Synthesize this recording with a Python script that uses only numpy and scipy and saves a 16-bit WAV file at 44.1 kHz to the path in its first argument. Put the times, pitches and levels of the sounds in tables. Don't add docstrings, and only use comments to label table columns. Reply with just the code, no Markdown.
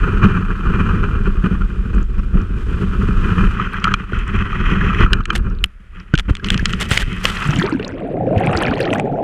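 import sys
import numpy as np
from scipy import signal
from scipy.fft import rfft, irfft, next_fast_len
from scipy.io import wavfile
from scipy.ndimage import uniform_filter1d, map_coordinates

SR = 44100
rng = np.random.default_rng(int(sys.argv[2]) if len(sys.argv) > 2 else 0)


def undo_db(level):
    steps = np.asarray(level, float) / 20
    return 10 ** steps


def to_wav(sig):
    pcm = np.clip(np.atleast_2d(sig), -1, 1) * 32767
    pcm = np.round(pcm).astype(np.int16)
    wavfile.write(sys.argv[1], SR, pcm.T)


N = 407043


def unit(x):
    return x / np.sqrt(np.mean(x ** 2) + 1e-20)


def curves(rows):
    s, *columns = np.transpose(rows)
    t = np.arange(N) / SR
    fade = np.clip(1 + np.minimum(t - s[0], s[-1] - t) / 0.25, 0, 1)
    return [np.interp(t, s, column) for column in columns] + [fade]


def held(rows, blend_s):
    out = np.zeros(N)
    for s, value, length_s in rows:
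        out[max(int(s * SR), 0):int((s + length_s) * SR)] += value
    return uniform_filter1d(out, int(blend_s * SR) + 1)


def wobble(rate):
    knots = rng.standard_normal(int(N * rate / SR) + 4)
    return map_coordinates(knots, [np.arange(N) * rate / SR])


def shaped(x, spectrum, modes=()):
    size, short = 2 * next_fast_len(N // 2 + SR // 4), 2 ** 14
    hz, db = np.transpose(spectrum)
    log_hz = np.log(np.fft.rfftfreq(short, 1 / SR) + 1)
    cepstrum = irfft(np.log(undo_db(np.interp(log_hz, np.log(hz), db)) + 1e-6), short)
    cepstrum[1:short // 2] *= 2
    cepstrum[short // 2 + 1:] = 0
    gain = rfft(irfft(np.exp(rfft(cepstrum)), short), size)
    f = np.fft.rfftfreq(size, 1 / SR)
    if len(modes):
        response = 0
        for k, (center, width, level_db) in enumerate(modes):
            band = 1j * f * width / (center * center - f * f + 1j * f * width)
            response = response + (-1) ** k * undo_db(level_db) * band
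        gain = gain * response
    return irfft(rfft(x, size) * gain, size)[:N]


def evened(x, spectrum):
    return shaped(x, spectrum) / np.std(shaped(rng.standard_normal(N), spectrum))


def pelt(rate, spread_db, share):
    size_db = np.minimum(spread_db * rng.exponential(size=N), 9)
    hits = (rng.random(N) < rate / SR) * undo_db(size_db) * rng.standard_normal(N)
    share = np.clip(share, 0, 1)
    return np.sqrt(share) * unit(hits) + np.sqrt(1 - share) * rng.standard_normal(N)


def rings(rows, rise, attack):
    out, t = np.zeros(N + SR), np.arange(SR // 8) / SR
    for s, db, hz, t60 in rows:
        n = int(min(t60 * 1.2 * SR, len(t)))
        u = t[:n]
        tone = np.sin(2 * np.pi * hz * u * (1 + rise * u / t60))
        envelope = undo_db(db - 60 * u / t60) * (1 - np.exp(-u * hz / attack))
        out[int(s * SR):][:n] += envelope * tone
    return out[:N]


def spatter(rows, t60, width):
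    out, t = np.zeros(N + SR), np.arange(SR // 50) / SR
    noise = rng.standard_normal((len(rows), 2, len(t)))
    for (s, db, hz), pair in zip(rows, noise):
        span = int(SR / hz / width) + 1
        a, b = unit(uniform_filter1d(uniform_filter1d(pair, span), span))
        burst = a * np.sin(2 * np.pi * hz * t) + b * np.cos(2 * np.pi * hz * t)
        envelope = undo_db(db - 60 * t / t60) * (1 - np.exp(-t / 0.0003))
        out[max(int(s * SR), 0):][:len(t)] += envelope * burst
    return out[:N]


# pitch_hz, level_db
STIFF = [(20, 0), (450, -8), (600, -14), (1500, -18.5), (4000, -120)]
# pitch_hz, width_hz, level_db
DRUM = [(91.9, 19.7, -2.5), (189, 25.1, 0.5), (217.6, 53.5, -7), (390, 96, -14.5)]


def board_drum(chop, patter):
    blows = undo_db(chop + 2.34 * patter) * pelt(rate=150, spread_db=1.5, share=0.24)
    return unit(shaped(blows, STIFF, DRUM))


# pitch_hz, width_hz, level_db
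FLEX = [(31.3, 14.6, -0.5), (69, 36.7, -11)]


def board_flex():
    return unit(shaped(pelt(rate=45, spread_db=4.5, share=0.42), STIFF, FLEX))


# pitch_hz, density_db_per_hz
SEAL = [(300, -9.5), (700, -7), (1100, 2.5), (3200, -2.5), (3700, -15.5), (10000, -34), (15000, -33.5)]
# pitch_hz, width_hz, level_db
HOUSING = [(1324, 300, 3), (1724, 360, -10), (2407, 86, -4), (3040, 176, -12.5), (4070, 320, -13.5),
           (5030, 340, -58.5), (6140, 420, -12), (7140, 690, -50), (8900, 450, -60.5)]


def spray_on_housing(chop, patter):
    gusts = undo_db(0.2 * chop + 2.33 * patter + 2.1 * wobble(110))
    return unit(shaped(gusts * pelt(rate=900, spread_db=-1, share=0.49), SEAL, HOUSING))


# pitch_hz, width_hz, level_db
WALLS = [(1905, 186, 2), (2563, 126, 3), (3120, 310, -2), (4160, 220, -15), (5040, 79, -4),
         (5940, 220, -2.5), (7000, 200, -3.5), (8950, 300, -4.5)]


def thin_walls(chop, patter):
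    gusts = undo_db(0.67 * chop + 2.5 * patter + 3 * wobble(90))
    return unit(shaped(gusts * pelt(rate=900, spread_db=6, share=0.45), SEAL, WALLS))


# pitch_hz, density_db_per_hz
FIZZ = [(1180, -10), (2000, -2), (2280, -9), (3080, -3.5), (4020, -15), (5030, -16.5), (5620, -19),
        (8210, -20.5), (14500, -36.5), (15700, -49.5)]
# pitch_hz, density_db_per_hz
CRACK = [(1000, -12), (2000, 2), (3100, 5), (4500, -7.5), (7000, -9.5), (9500, -21), (12000, -47),
         (15700, -56)]


def port_fizz(chop, patter, wet_db):
    fizz = unit(shaped(undo_db(0.34 * chop + 0.64 * patter) * pelt(rate=1700, spread_db=22.5, share=0.43), FIZZ))
    droplets = unit(shaped(pelt(rate=290, spread_db=7.0, share=1) * undo_db(5.4 * wobble(25)), CRACK))
    return fizz + undo_db(-17 + 0.5 * wet_db) * droplets


# start_s, peak_db, pitch_hz
SLAPS = [(1.013, -11, 61.9), (2.18, -7, 59), (2.355, -5.5, 177), (3.464, 2, 35), (4.133, -5, 90),
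         (5.013, -6, 189), (5.044, 5, 75), (5.201, -1.5, 71.4), (6.138, 6.5, 156), (6.142, -7, 310),
         (6.295, -7.5, 280), (7.249, -13, 520), (4.123, -17, 387), (6.287, 0, 64.6), (6.308, 6, 75),
         (6.515, -8.5, 130), (6.555, -3, 138), (6.627, -5, 148), (6.914, 0.5, 123), (7.08, -3.5, 77)]


def wave_slaps():
    return rings([(s, db, hz, 0.028) for s, db, hz in SLAPS], rise=-0.088, attack=0.084)


# time_s, contact_db, spray_over_contact_db
RIDE = [(0, -20, -7), (.95, -19, -8.5), (1.3, -23.5, -10), (2.06, -31.5, -13), (2.93, -23, -13),
        (3.3, -20, -7), (3.75, -27.5, -3.5), (4.05, -32, -5), (4.95, -19, -5.5), (5.48, -28, -12),
        (5.62, -35.5, -11.5), (5.9, -57.5, -4.5), (6.4, -29.5, -10.5), (6.55, -24, -13.5),
        (7.15, -28.5, -10.5), (7.42, -32, 8), (7.66, -32, -9.5), (7.9, -33.5, -40)]
# start_s, flex_db, port_fizz_db, wall_rattle_db
STAGES = [(0, -16.5, 2, -16), (2.56, -16, 6, -13), (3.55, -24, 0, -5.5), (4.15, -18.5, 0, -4),
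          (5.06, -16, -3.5, -32), (5.66, -36.5, -2.5, -1.5), (6.14, -24.5, -2, -5.5), (6.44, -22, 8.5, 3.5),
          (7.2, -29, 14, -4), (7.65, -28, 5, -6), (7.76, -37.5, 0, -13.5)]
# start_s,
# change_db, length_s
CRESTS = [(.22, 5, 0.089), (.42, -3.5, 0.2), (.9, 2, 0.015), (2.72, 4.5, 0.13), (1.27, 5, 0.013),
          (1.44, 10.5, 0.038), (1.51, 9, 0.048), (1.605, 8.5, 0.02), (1.9, 9, 0.13), (2.04, -5.5, 0.063),
          (2.18, 10.5, 0.023), (2.34, 7.5, 0.092), (3.38, 4, 0.1), (3.58, 4, 0.051), (3.84, 5, 0.11),
          (4.05, -8.5, 0.045), (4.11, 5, 0.091), (4.34, 6, 0.087), (5.0, 7, 0.042), (5.22, -12, 0.058),
          (5.9, 6, 0.14), (5.95, 6, 0.062), (6.215, -5, 0.038), (6.28, 17.5, 0.026), (6.34, -9.5, 0.087),
          (7.04, -2.5, 0.034), (3.947, -4, 0.024), (5.67, -9, 0.13), (7.23, 2.5, 0.084)]


def board():
    contact_db, over_db, fade = curves(RIDE)
    starts, *levels = np.transpose(STAGES)
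    lengths = np.diff(starts, append=N / SR)
    flex_db, wet_db, walls_db = (held(zip(starts, v, lengths), blend_s=0.012) for v in levels)
    crest_db = held(CRESTS, blend_s=0.0081)
    drum_db = contact_db + 1.02 * crest_db
    spray_db = contact_db + over_db + crest_db
    fizz_db = -49 + 0.37 * (spray_db + 26) + wet_db
    chop, patter = wobble(22), wobble(50)
    drum = undo_db(drum_db + 2) * board_drum(chop, patter)
    flex = undo_db(flex_db + 0.66 * crest_db) * board_flex()
    rattle = spray_on_housing(chop, patter) + undo_db(walls_db) * thin_walls(chop, patter)
    fizz = undo_db(fizz_db) * port_fizz(chop, patter, wet_db)
    steady = drum + undo_db(spray_db + 0.5) * rattle + fizz
    return flex + fade * steady + undo_db(2) * wave_slaps()


# start_s, peak_db, pitch_hz
KNOCKS = [(3.405, -16, 1370), (3.598, -4, 1220), (3.7423, -11, 1600), (3.8527, -1.5, 1290),
          (3.8778, -0.5, 1310), (3.9162, -6.5, 1240), (4.132, -8.5, 1410), (4.5294, -6, 1230),
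          (4.64, -9.5, 1290), (4.701, -10, 1450), (4.812, -7.5, 1660), (4.905, -7.5, 1250),
          (4.9304, -6, 1260), (5.0147, -16, 1200), (5.062, -7, 1300), (5.205, -12, 1250),
          (6.1381, 2.5, 1460), (1.618, -15, 1350), (6.397, -21, 1580), (6.594, -8.5, 1650),
          (7.0258, -14, 1530)]
# start_s, peak_db, crack_over_knock_db
SPITS = [(3.811, -24, -30), (3.842, 3.5, -16.5), (3.939, 6, -25.5), (5.132, 7, -14.5), (6.2985, -23, -11),
         (5.255, -10.5, -5.5), (5.3029, 4.5, -32), (5.6407, -7.5, 2.5), (5.658, -31, -8),
         (6.1534, -6.5, -12), (6.1772, -11.5, -5), (6.1874, -13.5, -0.5), (6.1959, -7, -7.5),
         (6.352, -28, 12), (6.3683, -26, 2), (6.4448, -4, -12), (6.4629, -19, -21), (6.4861, -7.5, -13),
         (6.5032, -1, -3.5), (6.543, -0.5, -14.5), (6.577, -17.5, 2), (6.6562, -4, 1), (6.694, -14.5, -12),
         (6.7294, -32, -5), (6.7344, -2, -17.5), (6.746, -33, -13), (6.912, -2.5, -13), (6.975, -11, 11.5),
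         (7.129, -19, -11), (7.2535, 7, -11)]


def knocks():
    dull, bright, t = np.zeros(N + SR), np.zeros(N + SR), np.arange(SR // 20) / SR
    blobs = [(s, db - 5, -50) for s, db, _ in KNOCKS]
    for s, db, crack_db in blobs + SPITS:
        t60 = 0.012 * np.exp(0.15 * rng.standard_normal())
        envelope = undo_db(db - 60 * t / t60) * (1 - np.exp(-t / 0.00043))
        burst = envelope * rng.standard_normal((2, len(t)))
        dull[int(s * SR):][:len(t)] += burst[0]
        bright[int(s * SR):][:len(t)] += burst[1] * undo_db(crack_db - 60 * t / 0.015)
    struck = [(hz, 0.86 * width, db * 0.17) for hz, width, db in HOUSING]
    return undo_db(7) * shaped(dull[:N], SEAL, struck) + undo_db(6.5) * evened(bright[:N], CRACK)


def blob_plops():
    return rings([(s, db + 4, hz, 0.02) for s, db, hz in KNOCKS], rise=0.054, attack=2.8)


# pitch_hz, level_db, t60_s
PINGS = [(2890, 2, 0.012), (3190, -5, 0.016), (4050, -8, 0.012)]
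# start_s, peak_db, pitch_hz, t60_s
CLEAN = [(3.8715, -2, 1290, 0.017), (3.89, -10, 1560, .024), (5.6406, 5, 2976, 0.01), ]


def wall_pings():
    detune = np.exp(0.014 * rng.standard_normal(len(SPITS)))
    pings = []
    for (s, db, crack_db), off in zip(SPITS, detune):
        for hz, mode_db, t60 in PINGS:
            pings.append((s, db + 0.5 * crack_db - 3.5 + mode_db, hz * off, t60))
    return rings(pings + CLEAN, rise=0.011, attack=0.65)


# start_s, peak_db, length_s
SHEETS = [(5.328, -38, 0.02), (5.3513, -18, 0.0053), (5.366, -30, 0.0095), (6.192, -28, 0.0062),
          (6.294, -36, 0.01), (6.513, -31, 0.02), (6.698, -29, 0.004), (6.837, -32, 0.02),
          (6.68, -35.5, 0.004), (6.803, -18, 0.021), (6.89, -27.5, 0.023), (6.9113, -18, 0.025),
          (6.988, -22, 0.033), (6.942, -19.5, 0.033), (7.2335, -20.5, 0.022), (7.265, -23, 0.035),
          (7.314, -29.5, 0.043), (7.035, -44, 0.03)]


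def water_sheets():
    wash = held([(s, undo_db(db), length_s + 0.0055) for s, db, length_s in SHEETS], blend_s=0.002)
    keep = np.exp(-1 / (0.0028 * SR))
    wash = np.maximum(wash, signal.lfilter([1 - keep], [1, -keep], wash))
    return evened(wash * undo_db(-9.5) * pelt(rate=2900, spread_db=17.0, share=0.85), FIZZ)


# start_s, peak_db, pitch_hz
SPECKS = [(1.949, -46, 6630), (2.029, -46, 5940), (2.195, -48, 5210), (2.416, -46, 5500),
          (3.733, -44, 10000), (3.733, -38, 3960), (3.8415, -18.5, 4040), (3.9392, -30.5, 6880),
          (4.1895, -43, 7600), (4.278, -41, 7160), (4.361, -48, 7200), (4.7, -43.5, 4601), (3.8, -42, 5120),
          (5.2062, -43, 3600), (5.237, -46, 3500), (4.6, -39, 3830), (5.3508, -32, 4270), (6, -41, 4570),
          (5.5504, -46, 3830), (5.5873, -38.5, 3300), (5.6407, -17, 1400), (5.6407, -28, 9440),
          (5.6407, -38, 13960), (5.6595, -49, 11200), (6.8, -31, 4740), (6.8, -39.5, 6630),
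          (5.5, -47, 5100),
          (6.3971, -44, 4010), (6.4573, -38, 5210), (6.462, -36, 5210), (6.4683, -41, 8740),
           (6.47, -37, 4260), (6.593, -48, 11760), (6.596, -32, 5100), (6.6494, -47, 9200),
           (6.6662, -35, 4260), (6.6923, -48, 6290), (6.7068, -52, 11710), (6.7282, -27.5, 6200),
           (6.743, -34, 5650), (6.802, -27, 8800), (6.811, -25, 7450), (6.8285, -41, 4950),
           (6.888, -35, 6890), (6.8913, -40, 12320), (6.9073, -25, 7600), (6.9193, -39.5, 12490),
           (6.9203, -28, 7280), (6.9302, -29.5, 5940), (6.942, -23, 6530), (6.9417, -39, 11000),
           (7.001, -37, 8740), (7.0165, -40, 6630), (7.0272, -31.5, 4310), (7.1282, -46, 8500),
           (7.1607, -57.5, 12790), (7.1652, -41, 7710), (7.2338, -40, 10720), (7.242, -24, 6230),
           (7.244, -30, 13000), (7.2979, -37, 4610), (7.3215, -43, 8960), (7.3478, -36.5, 6120),
           (7.3533, -37, 4910), (7.3724, -26, 4050), (7.4007, -43, 9260), (7.4414, -35, 4840)]


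def drops():
    droplets = spatter(SPECKS, t60=0.01, width=0.6)
    return knocks() + wall_pings() + undo_db(6.5) * water_sheets() + blob_plops() + undo_db(5) * droplets


# time_s, gurgle_db, froth_db
DIVE = [(7.4, -38, -38.5), (7.592, -16.5, -25.5), (7.72, -29.5, -30.5), (7.78, -25.5, -41), (7.9, -29, -40),
        (8.2, -18.5, -50), (8.33, -15.5, -42.5), (8.39, -15, -32.5), (8.572, -19, -26.5),
        (8.98, -17.5, -32.5), (9.04, -18, -44), (9.23, -20.5, -46)]


def cloud(count, low_hz, high_hz, cycles, spread_db, attack, skew=1):
    draw = rng.random((count, 4))
    s = DIVE[0][0] + draw[:, 0] * (DIVE[-1][0] - DIVE[0][0])
    at = (s * SR).astype(int).clip(0, N - 1)
    hz = low_hz[at] + (high_hz[at] - low_hz[at]) * draw[:, 1] ** skew
    db = spread_db * np.sqrt(-np.log(draw[:, 2]))
    t60 = cycles * (0.86 + draw[:, 3]) / hz
    x = rings(np.transpose([s, db, hz, t60]), rise=0.12, attack=attack)
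    return x / np.sqrt(np.abs(uniform_filter1d(x ** 2, SR // 6)) + 1e-3)


# pitch_hz, level_db
MUFFLE = [(50, -7.5), (800, 1.5), (1050, -7.5), (1600, -27), (3000, -47)]


def gurgle():
    age_s = np.clip(np.arange(N) / SR - DIVE[0][0], 0, None)
    low_hz = 98 + 132 * np.clip(age_s - 1.5, 0, None)
    high_hz = 834 - (834 - 250) * np.exp(-(age_s / 0.477) ** 1.43)
    bubbling = cloud(1200, low_hz, high_hz, cycles=24, spread_db=6.5, attack=0.6, skew=1.3)
    return shaped(bubbling, MUFFLE)


# pitch_hz, density_db_per_hz
FROTH = [(530, 8), (900, 6), (1040, 2), (1770, 3), (2170, -1.5), (2390, 1), (3390, -11), (4600, -30.5),
         (5280, -41), (6000, -37), (7800, -48), (13200, -120)]


def froth(seethe, fade):
    beads = cloud(650, np.full(N, 900), np.full(N, 5200), cycles=18, spread_db=7, attack=1.2)
    fizz = unit(undo_db(3.5 * seethe) * pelt(rate=900, spread_db=6, share=0.25))
    return unit(shaped(beads + undo_db(6) * fizz, FROTH) * fade)


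# pitch_hz, density_db_per_hz
FINE = [(2060, -57.5), (3500, 8), (4760, 2), (5360, -21), (5890, -15), (9080, -17.5), (13400, -42),
        (15700, -40)]


def fine_bubbles(seethe):
    pops = cloud(500, np.full(N, 3000), np.full(N, 10000), cycles=20, spread_db=8, attack=1.5, skew=2.2)
    crackle = unit(shaped(undo_db(4 * seethe) * pelt(rate=450, spread_db=5, share=0.6), FINE))
    return undo_db(-60) * crackle + undo_db(-54.5) * pops


# start_s, peak_db, pitch_hz
GLUGS = [(7.461, -5, 142), (7.489, 2.5, 135), (7.562, -8, 129), (7.586, 0, 166), (7.618, -11, 300),
         (7.639, -5, 365), (7.724, -4, 293), (7.748, -3, 250), (7.797, -11.5, 408), (8.143, -15, 563),
         (8.202, -16, 78.4), (8.272, -5.5, 493), (8.552, -4, 80.7), (8.69, -7, 71.4), (8.309, -7, 580),
         (8.367, -0.5, 87), (8.405, -10, 704), (8.437, -5, 163), (8.478, -1.5, 138), (8.601, -12.5, 250),
         (8.712, -5.5, 250), (8.881, -9, 340), (9.04, -6.5, 393), (9.187, -8, 636)]


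def glugs():
    return rings([(s, db, hz, 0.084) for s, db, hz in GLUGS], rise=0.22, attack=0.24)


# start_s, peak_db, pitch_hz
PLINKS = [(7.507, -23, 2840), (7.5349, -21, 2890), (7.5366, -18, 1880), (7.5608, -17, 2950),
          (7.565, -31, 1190), (7.5868, -22, 2280), (7.5927, -31, 1460), (7.6255, -13, 3180),
          (7.632, -25, 1790), (7.663, -25, 4300), (7.6757, -20, 2110), (7.676, -24, 1190),
          (7.687, -22, 1180), (7.7458, -26.5, 1540), (7.7953, -24, 1500), (7.7963, -22, 2740),
          (7.8278, -21, 2620), (7.8466, -19, 3960), (7.8911, -24.5, 1450), (7.982, -35, 2750),
          (8.168, -35, 2000), (8.267, -34, 2370), (8.3791, -20, 2540), (8.4204, -24, 1490),
          (8.4363, -19.5, 1970), (8.471, -12.5, 2310), (8.494, -29, 2630), (8.4948, -19.5, 1200),
          (8.5314, -16, 2410), (8.5511, -12.5, 1360), (8.572, -16, 3870), (8.6056, -28, 3860),
          (8.6129, -23, 2140), (8.614, -23, 1180), (8.6266, -20, 1680), (8.6343, -15.5, 2930),
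          (8.652, -12.5, 2320), (8.657, -22, 1270), (8.6704, -15, 2130), (8.682, -19, 2300),
          (8.7082, -32, 4200), (8.736, -21, 1850), (8.7384, -19.5, 2920), (8.7521, -39, 1300),
          (8.7664, -26, 1940), (8.803, -16.5, 1640), (8.806, -16, 2580), (8.813, -21.5, 3950),
          (8.8285, -28, 4050), (8.8528, -20, 3040), (8.8551, -17.5, 1710), (8.8758, -15, 1810),
          (8.904, -21, 3000), (8.9304, -14.5, 1850), (8.9303, -13.5, 2600), (8.948, -22, 3010),
          (8.9562, -16.5, 1530), (8.983, -23, 1900), (8.9978, -17, 2340)]


def plinks():
    tones = rings([(s, db, hz, 32 / hz) for s, db, hz in PLINKS], rise=0.08, attack=0.9)
    return undo_db(4.5) * tones + undo_db(-5.5) * spatter(PLINKS, t60=0.02, width=0.81)


# start_s, peak_db, pitch_hz
TICKS = [(7.4556, -37, 5040), (7.4745, -29.5, 7670), (7.507, -28, 6000), (7.5134, -35.5, 6130),
         (7.5364, -35.5, 5040), (7.557, -30.5, 6740), (7.5678, -29, 5720), (7.5888, -24.5, 6800),
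         (7.597, -29, 4350), (7.6027, -36, 10500), (7.6124, -34, 5990), (7.6217, -36, 5050),
         (7.6272, -36, 4340), (7.664, -29, 4390), (7.696, -37, 7710), (7.7249, -35, 4440),
         (7.7379, -39, 5180), (7.8293, -39.5, 4310), (7.8472, -33.5, 4200), (7.8794, -27.5, 6070),
         (8.382, -36.5, 5100), (8.4, -39.5, 9120), (8.455, -43, 5810), (8.4633, -41, 4900),
         (8.4637, -34, 8940), (8.515, -40.5, 8580), (8.5275, -38, 7970), (8.558, -42, 4300),
         (8.5665, -30, 7850), (8.574, -45, 10720), (8.5735, -18, 4720), (8.589, -34, 5940),
         (8.6092, -30, 4310), (8.6193, -38.5, 8480), (8.6186, -41, 11760), (8.625, -26.5, 8900),
         (8.6324, -36, 6380), (8.6643, -27, 4320), (8.71, -35, 4310), (8.7546, -35, 4240),
         (8.7805, -35, 4230), (8.792, -34, 4280), (8.804, -28.5, 9100), (8.8082, -31, 5040),
         (8.8206, -43, 9620), (8.8294, -27, 4120), (8.8534, -35, 4250), (8.8627, -39, 4730),
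         (8.9043, -44, 4300), (8.9276, -35, 8480), (8.9363, -27, 7600), (8.9464, -41, 4260),
         (8.948, -37, 8700), (8.9576, -45, 12360), (8.9833, -36, 6620), (8.9973, -38, 4290),
         (8.9979, -30.5, 7950)]


def ticks():
    tones = rings([(s, db, hz, 36 / hz) for s, db, hz in TICKS], rise=0.022, attack=2.3)
    return tones + undo_db(-4) * spatter(TICKS, t60=0.0071, width=0.55)


def bubbles():
    gurgle_db, froth_db, fade = curves(DIVE)
    seethe = wobble(40)
    small = undo_db(0.94 * (froth_db + 31)) * fine_bubbles(seethe)
    steady = undo_db(gurgle_db + 1) * gurgle() + undo_db(froth_db - 4) * froth(seethe, fade) + small
    return fade * steady + undo_db(-2.5) * glugs() + plinks() + undo_db(7.5) * ticks()


# pitch_hz, density_db_per_hz
HISS = [(290, -51), (500, -1.5), (929, -15.5), (1410, 2.5), (2480, -7), (3820, -32.5), (11000, -27.5),
        (15700, -57)]


def background_hiss():
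    return undo_db(-58.5) * unit(shaped(rng.standard_normal(N), HISS))


def scene():
    return (board() + drops() + bubbles() + background_hiss())[None]


def top_cut(x):
    return signal.sosfilt(signal.butter(12, 15820, fs=SR, output="sos"), x)


def record(dry):
    clipped = dry / (1 + np.abs(dry / 1.2) ** 8) ** (1 / 8)
    clipped[0] = shaped(clipped[0], [(10, -20), (20, 0), (15700, 0), (16100, -70)])
    return top_cut(clipped)


dry = scene()
out = record(dry)
to_wav(out)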